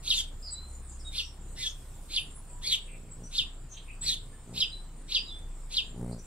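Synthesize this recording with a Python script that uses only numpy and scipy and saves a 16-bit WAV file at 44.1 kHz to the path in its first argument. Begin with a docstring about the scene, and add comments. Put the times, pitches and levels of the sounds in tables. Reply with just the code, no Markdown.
"""A sparrow cheeps about twice a second in a leafy garden, now a clear warble, now a hoarse slide.
Thin whistles and short low notes of birds join in; leaves and fence scatter the calls. A hummingbird
darts past several times, closest at the end, each wing beat a pressure pulse with a swish of air.
Insects trill steadily in the bushes. Far off an engine throbs and a vehicle drones by."""
import sys
import numpy as np
from scipy import signal
from scipy.fft import rfft, irfft, next_fast_len
from scipy.io import wavfile
from scipy.ndimage import uniform_filter1d, map_coordinates

SR = 44100
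rng = np.random.default_rng(int(sys.argv[2]) if len(sys.argv) > 2 else 0)


def transcribe(u):
    """Save the signal u as a 16-bit wav file named by the first command-line argument.

    u: samples, shape (n,) or (channels, n), limited to [-1, 1]; the rate is SR.
    q: integer samples, one column per channel.
    """
    v = np.clip(np.atleast_2d(u).T, -1, 1)
    q = np.round(v * 32767).astype(np.int16)
    wavfile.write(sys.argv[1], SR, q)


N = 276058

# Clear cheeps. Each row: accent time in seconds, relative level in dB, pitch factor, length factor,
# warble fade in dB/s before stretching.
CLEAR_CHEEPS = [(0.102, -24, 1.004, 1.02, 76), (1.18, -29, 0.98, 0.97, 70), (2.161, -25.5, 0.97, 0.99, 102),
                (3.380, -26.5, 0.99, 1.16, 70), (4.604, -24, 1.024, 1.05, -15),
                (5.147, -23.5, .99, 1.05, 80), (5.768, -24.5, 1.007, 0.99, 51)]
# Hoarse cheeps. Each row: start in seconds, length in seconds, start pitch in Hz, end pitch in Hz,
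# relative level in dB, swell in dB/s, roughness from 0 to 1.
HOARSE_CHEEPS = [(0.133, 0.076, 4357, 3177, -33, 55, 0.42), (1.614, 0.071, 3700, 3277, -35.5, 110, 0.53),
                 (2.666, .089, 4663, 3027, -28.5, 21, 0.77), (4.056, 0.092, 4610, 3290, -30.5, -39, 0.65)]
# Scratchy onsets. Each row: start in seconds, length in seconds, relative level in dB,
# start pitch of the lower voice in Hz, relative hiss level in dB.
CHEEP_ONSETS = [(0.025, 0.15, -42, 2270, 7.5), (1.112, 0.12, -40, 2110, 2.5), (1.553, 0.11, -44, 1718, 4.5),
                (2.086, 0.11, -40.5, 2120, 0), (2.617, 0.086, -40, 1720, 2), (3.307, 0.11, -40, 2250, 2),
                (4.014, 0.063, -45, 1545, 5), (4.534, .1, -39, 2266, 2), (5.077, 0.11, -37.5, 2186, -2.5),
                (5.695, .11, -40, 2270, 2)]
# Hiss in the voice. Each row: frequency in Hz, relative density in dB.
VOICE_HISS_SPECTRUM = [(1200, -19.5), (2300, 0), (3500, 11), (5500, 5), (7500, 8.5), (9500, 1),
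                       (11500, -3.5), (13000, -12.5), (15500, -29)]

def sparrow():
    """Each cheep: a scratchy two-voiced onset, a clear or hoarse whistle, hiss that follows effort."""
    clear, hoarse, onsets, hiss_db = np.zeros((4, N))
    for accent_s, db, pitch, stretch, fade_db_per_s in CLEAR_CHEEPS:
        upsweep_s = .035 * stretch
        add(clear, accent_s - upsweep_s, amp(db) * cheep(upsweep_s, pitch, stretch, fade_db_per_s))
    for start_s, length_s, start_hz, end_hz, db, swell_db_per_s, rough in HOARSE_CHEEPS:
        add(hoarse, start_s, amp(db) * rasp(length_s, start_hz, end_hz, swell_db_per_s, rough))
    for start_s, length_s, db, low_hz, onset_hiss_db in CHEEP_ONSETS:
        upper = scratch(length_s, start_hz=3600, end_hz=4677, sweep=.1, jitter=.08)
        lower = scratch(length_s, low_hz, 1.6 * low_hz, sweep=.1, jitter=.025)
        add(onsets, start_s, amp(db) * (upper + amp(-8.5) * lower))
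        hiss_db[round(start_s * SR):] = onset_hiss_db  # held until the next cheep
    power = onsets ** 2 + amp(-17.5) * hoarse ** 2 + amp(-38) * clear ** 2
    effort = np.abs(uniform_filter1d(power, size=1000)) ** .45
    hiss = diffuse_noise(VOICE_HISS_SPECTRUM, patchy_db=4.5)[0]
    return clear + hoarse + onsets + amp(hiss_db - 7) * effort * hiss


def cheep(upsweep_s, pitch, stretch, fade_db_per_s):
    """An arching upsweep, then a sinking warble; a brief second voice marks the accent between them."""
    low_hz, top_hz, accent_hz, rest_hz, depth_hz = pitch * np.array([2627, 4580, 4080, 2772, 354])
    t = seconds(upsweep_s) / stretch
    up_hz = low_hz + (top_hz - low_hz) * np.sin(.7 * np.pi * t * stretch / upsweep_s) ** 2
    up_gain = amp(-8 - 946 * np.maximum(t - .013, 0)) * envelope(t, attack=.013, release=.00047) ** 2
    t = seconds(.053 * stretch) / stretch
    swing = (1 - np.exp(-t / .0062)) * np.cos(2 * np.pi * 112.2 * t + .4 * wobble(60, len(t)))
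    down_hz = rest_hz + (accent_hz - rest_hz) * np.exp(-t / .018) + depth_hz * swing
    down_db = -fade_db_per_s * t - 582 * np.maximum(t - .022, 0)
    down_gain = amp(down_db) * envelope(t, attack=.00225, release=.0054)
    hz, gain = np.r_[up_hz, down_hz], np.r_[up_gain, down_gain]
    flicker_db = 2 * wobble(220, len(hz))
    voice = gain * whistle(hz, flicker_db, rough=.25, warble=.03, warble_hz=300, jitter=.05, octave_db=-29)
    second_s, second_hz = .016, 4810 * pitch
    second_voice = scratch(second_s, second_hz, second_hz, sweep=.04, jitter=.03)
    add(voice, upsweep_s - second_s / 4, amp(-6.5) * second_voice)
    return voice


def rasp(length_s, start_hz, end_hz, swell_db_per_s, rough):
    """A hoarse slide, steepest at first; the level flutters as the voice catches."""
    t = seconds(length_s)
    hz = start_hz + (end_hz - start_hz) * (t / length_s) ** .8
    db = swell_db_per_s * (t - length_s / 2) + 3.5 * wobble(112, len(t))
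    tone = whistle(hz, db, rough, warble=.11, warble_hz=152, jitter=.06, octave_db=-19)
    return envelope(t, attack=.012, release=.0047) * tone


def scratch(length_s, start_hz, end_hz, sweep, jitter, sweeps_per_s=96.4):
    """The 'ch' of a cheep: a swelling, ragged run of quick upsweeps."""
    t = seconds(length_s)
    progress = t / length_s
    ramp = signal.sawtooth(2 * np.pi * (sweeps_per_s * t + rng.random()) + wobble(60, len(t)), .8)
    glide_hz = start_hz + (end_hz - start_hz) * progress
    phase = cycle(glide_hz * (1 + sweep * ramp + jitter * wobble(2000, len(t))))
    return np.abs(np.sin(np.pi * progress ** 1.3)) * np.sin(phase)


def whistle(hz, db, rough, warble, warble_hz, jitter, octave_db):
    """A tone with a weak octave; roughness scales its warble and jitter."""
    size = len(hz)
    shake = rough * np.sin(2 * np.pi * warble_hz * np.arange(size) / SR + wobble(78.5, size))
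    bend = 1 + warble * shake + jitter * rough * wobble(1117, size)
    phase = cycle(uniform_filter1d(hz, size=80) * bend)
    return amp(db + 2.5 * shake) * (np.sin(phase) + amp(octave_db) * np.sin(2 * phase))


# Thin whistles and short low notes of birds. Each row: start in seconds, length in seconds,
# start pitch in Hz, end pitch in Hz, relative level in dB, roughness (0 pure, 1 and over fluttering).
THIN_NOTES = [(0.152, 0.054, 7200, 6770, -43.5, 0.39), (0.422, 0.093, 4960, 4694, -47.5, 0.61),
              (0.464, .033, 5030, 4130, -44.5, 0.5), (0.506, 0.041, 8070, 7750, -38, 0.34),
              (0.524, 0.1, 3910, 4080, -41, 0.12), (0.86, 0.1, 7810, 6840, -62, .98),
              (0.992, 0.041, 5560, 4700, -62.5, 0.86), (1.047, .065, 3807, 3700, -40, 0.13),
              (1.189, 0.12, 5775, 5380, -57, 0.87), (1.563, 0.054, 1968, 2030, -55.5, .8),
              (1.633, .044, 1820, 1635, -54, 0.3), (1.656, 0.056, 5210, 6300, -50, 1.5),
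              (2.125, .13, 9920, 10060, -46, 0.28), (2.34, 0.077, 10040, 9840, -49.5, 0.32),
              (2.486, .14, 973, 980, -57.5, 0.17), (2.849, 0.13, 2520, 2407, -66.5, 2.2),
              (3.102, 0.064, 7600, 7930, -49.5, 0.33), (3.232, 0.05, 5740, 6050, -50.5, 0.37),
              (3.691, 0.088, 6420, 6300, -58.5, 1.05), (3.716, 0.13, 3520, 3380, -65.5, 2.1),
              (3.86, 0.077, 2313, 2615, -59.5, 1.7), (4.009, 0.052, 7740, 8080, -37, 0.41),
              (4.321, 0.036, 1768, 1742, -62, 0.25), (4.613, 0.037, 4940, 4920, -33, 0.15),
              (4.714, 0.039, 3940, 4007, -40.5, 0.27), (5.156, 0.0586, 4750, 4900, -32.5, 0.22),
              (5.254, 0.058, 4060, 3700, -47, 0.43), (5.293, 0.069, 3512, 3477, -42, 0.26),
              (6.106, .035, 4035, 5250, -63.5, 1.1), (6.178, .046, 5870, 5850, -60, 0.72)]

def thin_notes():
    """Gliding whistles, as (near, far): pure ones trail off, rough ones flutter deep in the bushes."""
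    near, far = np.zeros((2, N))
    for start_s, length_s, start_hz, end_hz, db, rough in THIN_NOTES:
        t = seconds(length_s + .5)
        progress, after_s = np.minimum(t / length_s, 1), np.maximum(t - length_s, 0)
        far_share = min(rough, 1) ** 2
        hz = start_hz * (end_hz / start_hz) ** progress * (1 + .05 * rough * wobble(900, len(t)))
        fall_db_per_s = 133 * max(end_hz / 3900, 1)
        trail = progress * (1 - far_share) ** 4 * amp(-9.5 - fall_db_per_s * after_s)
        arch = np.abs(np.sin(np.pi * progress)) ** .6
        flutter_db = (1 + 3 * rough) * wobble(110, len(t))
        note = np.maximum(arch, trail) * amp(db + flutter_db) * np.sin(cycle(hz))
        add(near, start_s, np.sqrt(1 - far_share) * note)
        add(far, start_s, np.sqrt(far_share) * note)
    return near, far


# Hummingbird passes. Each row: closest moment in seconds, half length in seconds, level in dB.
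DARTS = [(3.02, .13, -53), (3.219, 0.051, -47), (4.049, .14, -54.5), (4.301, 0.0804, -60),
         (4.541, 0.067, -44.5), (5.897, .16, -56.5), (6.068, 0.11, -37)]
# One wing stroke. Each row: frequency in Hz, relative level in dB.
STROKE_SPECTRUM = [(25, -34), (60, -1.5), (120, 1), (180, 1.5), (240, -2.5), (320, -13), (420, -11),
                   (550, -16.5), (800, -22.5), (1100, -36), (2100, -44)]
# Air through the feathers. Each row: frequency in Hz, relative density in dB.
SWISH_SPECTRUM = [(100, -8), (400, 10), (1400, -13.5), (3000, -34), (10000, -14), (15000, -40)]

def hummingbird(hover_hz=54.8, spurt_hz=5.2):
    """Each wing beat: a sharp pressure dip, a weaker return, a swish. Darts are louder and faster."""
    t = np.arange(N) / SR
    darts = np.array([np.exp(-np.abs((t - at_s) / half_s) ** 2.685) for at_s, half_s, _ in DARTS])
    nearness = np.linalg.norm([amp(db) * dart for (_, _, db), dart in zip(DARTS, darts)], axis=0)
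    beat_hz = hover_hz + spurt_hz * darts.max(axis=0)
    phase = cycle(beat_hz * (1 + .006 * wobble(30)))
    orders = np.arange(1, 36)
    gains = amp(along(STROKE_SPECTRUM, orders * (hover_hz + spurt_hz)))
    strokes = -sum(gain * (np.cos(k * phase - .5) + .3 * np.cos(k * (phase - 2.9)))
                   for k, gain in zip(orders, gains))
    air = unit(filtered(rng.standard_normal(N), lambda hz: amp(along(SWISH_SPECTRUM, hz))))
    swish = air * (1 + np.cos(phase))
    return nearness * amp(wobble(35)) * (unit(strokes) + amp(-16) * swish)


# Insect chorus. Each row: frequency in Hz, relative density in dB.
TRILL_SPECTRUM = [(5900, -22.5), (6600, -21), (7200, -4), (7700, -6), (8500, -5.5), (9100, -8.5),
                  (9700, -23), (12000, -25.5), (15500, -26.5)]

def insects():
    """Many high trills blend into a shimmering band."""
    level_db = -58 - .5 * wobble(1.6) + .72 * wobble(90)
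    return amp(level_db) * diffuse_noise(TRILL_SPECTRUM, patchy_db=4.5)


def high_hiss(peak_s, half_s, db):
    """A faint, very high hiss swells and fades once."""
    swell = np.exp(-((np.arange(N) / SR - peak_s) / half_s) ** 2)
    spectrum_hz_db = [(7000, -2), (10000, 2), (14500, -6), (15700, -5)]
    return amp(db) * swell * diffuse_noise(spectrum_hz_db, patchy_db=-6)


def far_engine(throb_hz=29.1, octave_db_per_s=2.5):
    """A steady low throb whose second order slowly grows."""
    t = np.arange(N) / SR
    phase = cycle(throb_hz + .45 * wobble(7))
    throb = amp(-44.5 + 1.1 * wobble(12)) * unit(np.sin(phase))
    octave = amp(-70.5 + octave_db_per_s * t + 1.5 * wobble(12)) * unit(np.sin(2 * phase))
    return throb + octave


def far_vehicle(drone_hz=63.8, closest_s=.92, half_s=.36):
    """A passing drone, its amplitude inverse to distance."""
    distance = np.hypot(1, (np.arange(N) / SR - closest_s) / half_s)
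    gain = amp(-46.5 + .45 * wobble(9.1)) / distance
    return gain * unit(np.sin(cycle(drone_hz + .62 * wobble(4.33))))


# Open air. Each row: frequency in Hz, relative density in dB.
AIR_SPECTRUM = [(15, -7.5), (28, 9.5), (42, -8), (70, -4), (110, -7.5), (145, -6), (190, -14.5),
                (300, -16.5), (600, -23.5), (1000, -25), (2000, -32), (3300, -35), (5000, -39),
                (15500, -86)]

def open_air():
    """A low, even wash from all round."""
    return amp(-49 + .19 * wobble(.37)) * diffuse_noise(AIR_SPECTRUM, patchy_db=1.83)


# Garden reverberation. Each row: frequency in Hz, time to fall 60 dB in seconds.
GARDEN_T60 = [(500, 0.053), (3000, 0.32), (5000, 0.26), (10000, 0.022)]

def garden(x, lag_ms, leaves_db, leaves_t60_s, tail_db):
    """Direct sound and scatter from leaves and fence, lagged between channels, plus a diffuse tail."""
    hz, t, spectra = signal.stft(rng.standard_normal((2, SR // 2)), SR, nperseg=256)
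    tails = signal.istft(spectra * amp(-60 * t / along(GARDEN_T60, hz)[:, None]), SR, nperseg=256)[1]
    t = np.arange(tails.shape[1]) / SR
    scatter = rng.standard_normal(len(t)) ** 5 * amp(-60 * t / leaves_t60_s)  # sparse spikes
    echo = lambda response: signal.fftconvolve(x, response / np.linalg.norm(response))[:N]
    near = x + amp(leaves_db) * echo(scatter)
    delays_s = np.array([[.5], [-.5]]) * lag_ms / 1000
    stereo = filtered(near, lambda hz: np.exp(-2j * np.pi * hz * delays_s))
    return stereo + amp(tail_db) * np.array([echo(tail) for tail in tails])


# Diffuse sound field. Each row: frequency in Hz, left-right coherence from 0 to 1.
COHERENCE = [(100, 0.96), (300, 0.99), (600, 0.86), (1200, 0.89), (2500, 0.3), (5000, 0.3), (10000, 0.078)]

def diffuse_noise(spectrum, patchy_db):
    """Stereo noise of rms 1, with patches of random gain in time and frequency."""
    spectra = signal.stft(rng.standard_normal((2, N)), nperseg=512)[2]
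    patches = uniform_filter1d(rng.standard_normal(spectra.shape[1:]), size=4, axis=0)
    patches = uniform_filter1d(patches, size=14, axis=1)
    pair = signal.istft(spectra * amp(patchy_db * unit(patches)), nperseg=512)[1][:, :N]

    def response(hz):
        angle = np.arccos(np.clip(along(COHERENCE, hz), -1, 1)) / 2
        return amp(along(spectrum, hz)) * [np.cos(angle), np.sin(angle)]

    mid, side = filtered(pair, response)
    return unit(np.array([mid + side, mid - side]))


def amp(db):
    """Decibels to gain."""
    return 10 ** (np.asarray(db) / 20)


def unit(x):
    """x at rms 1."""
    return x / np.sqrt(np.mean(x ** 2) + 1e-20)


def along(points, hz):
    """(Hz, value) points read on a log axis."""
    points_hz, values = np.transpose(points)
    return np.interp(np.log(hz + 1), np.log(points_hz + 1), values)


def wobble(rate_hz, size=N):
    """A smooth random curve, rate_hz knots a second."""
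    knots = np.random.default_rng(rng.integers(2 ** 31)).standard_normal(int(size * rate_hz / SR) + 4)
    return map_coordinates(knots, [np.arange(size) * rate_hz / SR], mode="nearest")


def cycle(hz):
    """Running phase of a moving frequency."""
    return 2 * np.pi * np.cumsum(hz) / SR


def seconds(length_s):
    """Sample times."""
    return np.arange(int(length_s * SR)) / SR


def envelope(t, attack, release):
    """Linear rise, hold, linear fall to the end of t."""
    return np.clip(t / attack, 0, 1) * np.clip((t[-1] - t) / release, 0, 1)


def filtered(x, response):
    """x through a complex frequency response."""
    size = next_fast_len(N + SR // 2)
    return irfft(rfft(x, size) * response(np.fft.rfftfreq(size, 1 / SR)), size)[..., :N]


def add(track, start_s, sound):
    """Mix a sound into the track."""
    part = track[max(round(start_s * SR), 0):][:len(sound)]
    part += sound[:len(part)]


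def scene():
    """Birds in the bushes, wings close by, insects and far engines behind."""
    cheeps = garden(sparrow(), lag_ms=.064, leaves_db=-8.5, leaves_t60_s=.16, tail_db=-14)
    near, far = thin_notes()
    near_notes = garden(near, lag_ms=.012, leaves_db=-6, leaves_t60_s=.14, tail_db=-11)
    far_notes = garden(far, lag_ms=0, leaves_db=0, leaves_t60_s=.16, tail_db=0)
    birds = amp(3) * cheeps + amp(-7) * near_notes + amp(3.5) * far_notes + hummingbird()
    shimmer = insects() + high_hiss(peak_s=1.98, half_s=.36, db=-59.5)
    return birds + shimmer + far_engine() + far_vehicle() + open_air()


def record(dry):
    """Brick-wall low-pass at 15.7 kHz."""
    return filtered(dry, lambda hz: hz < 15700)


dry = scene()
out = record(dry)
transcribe(out)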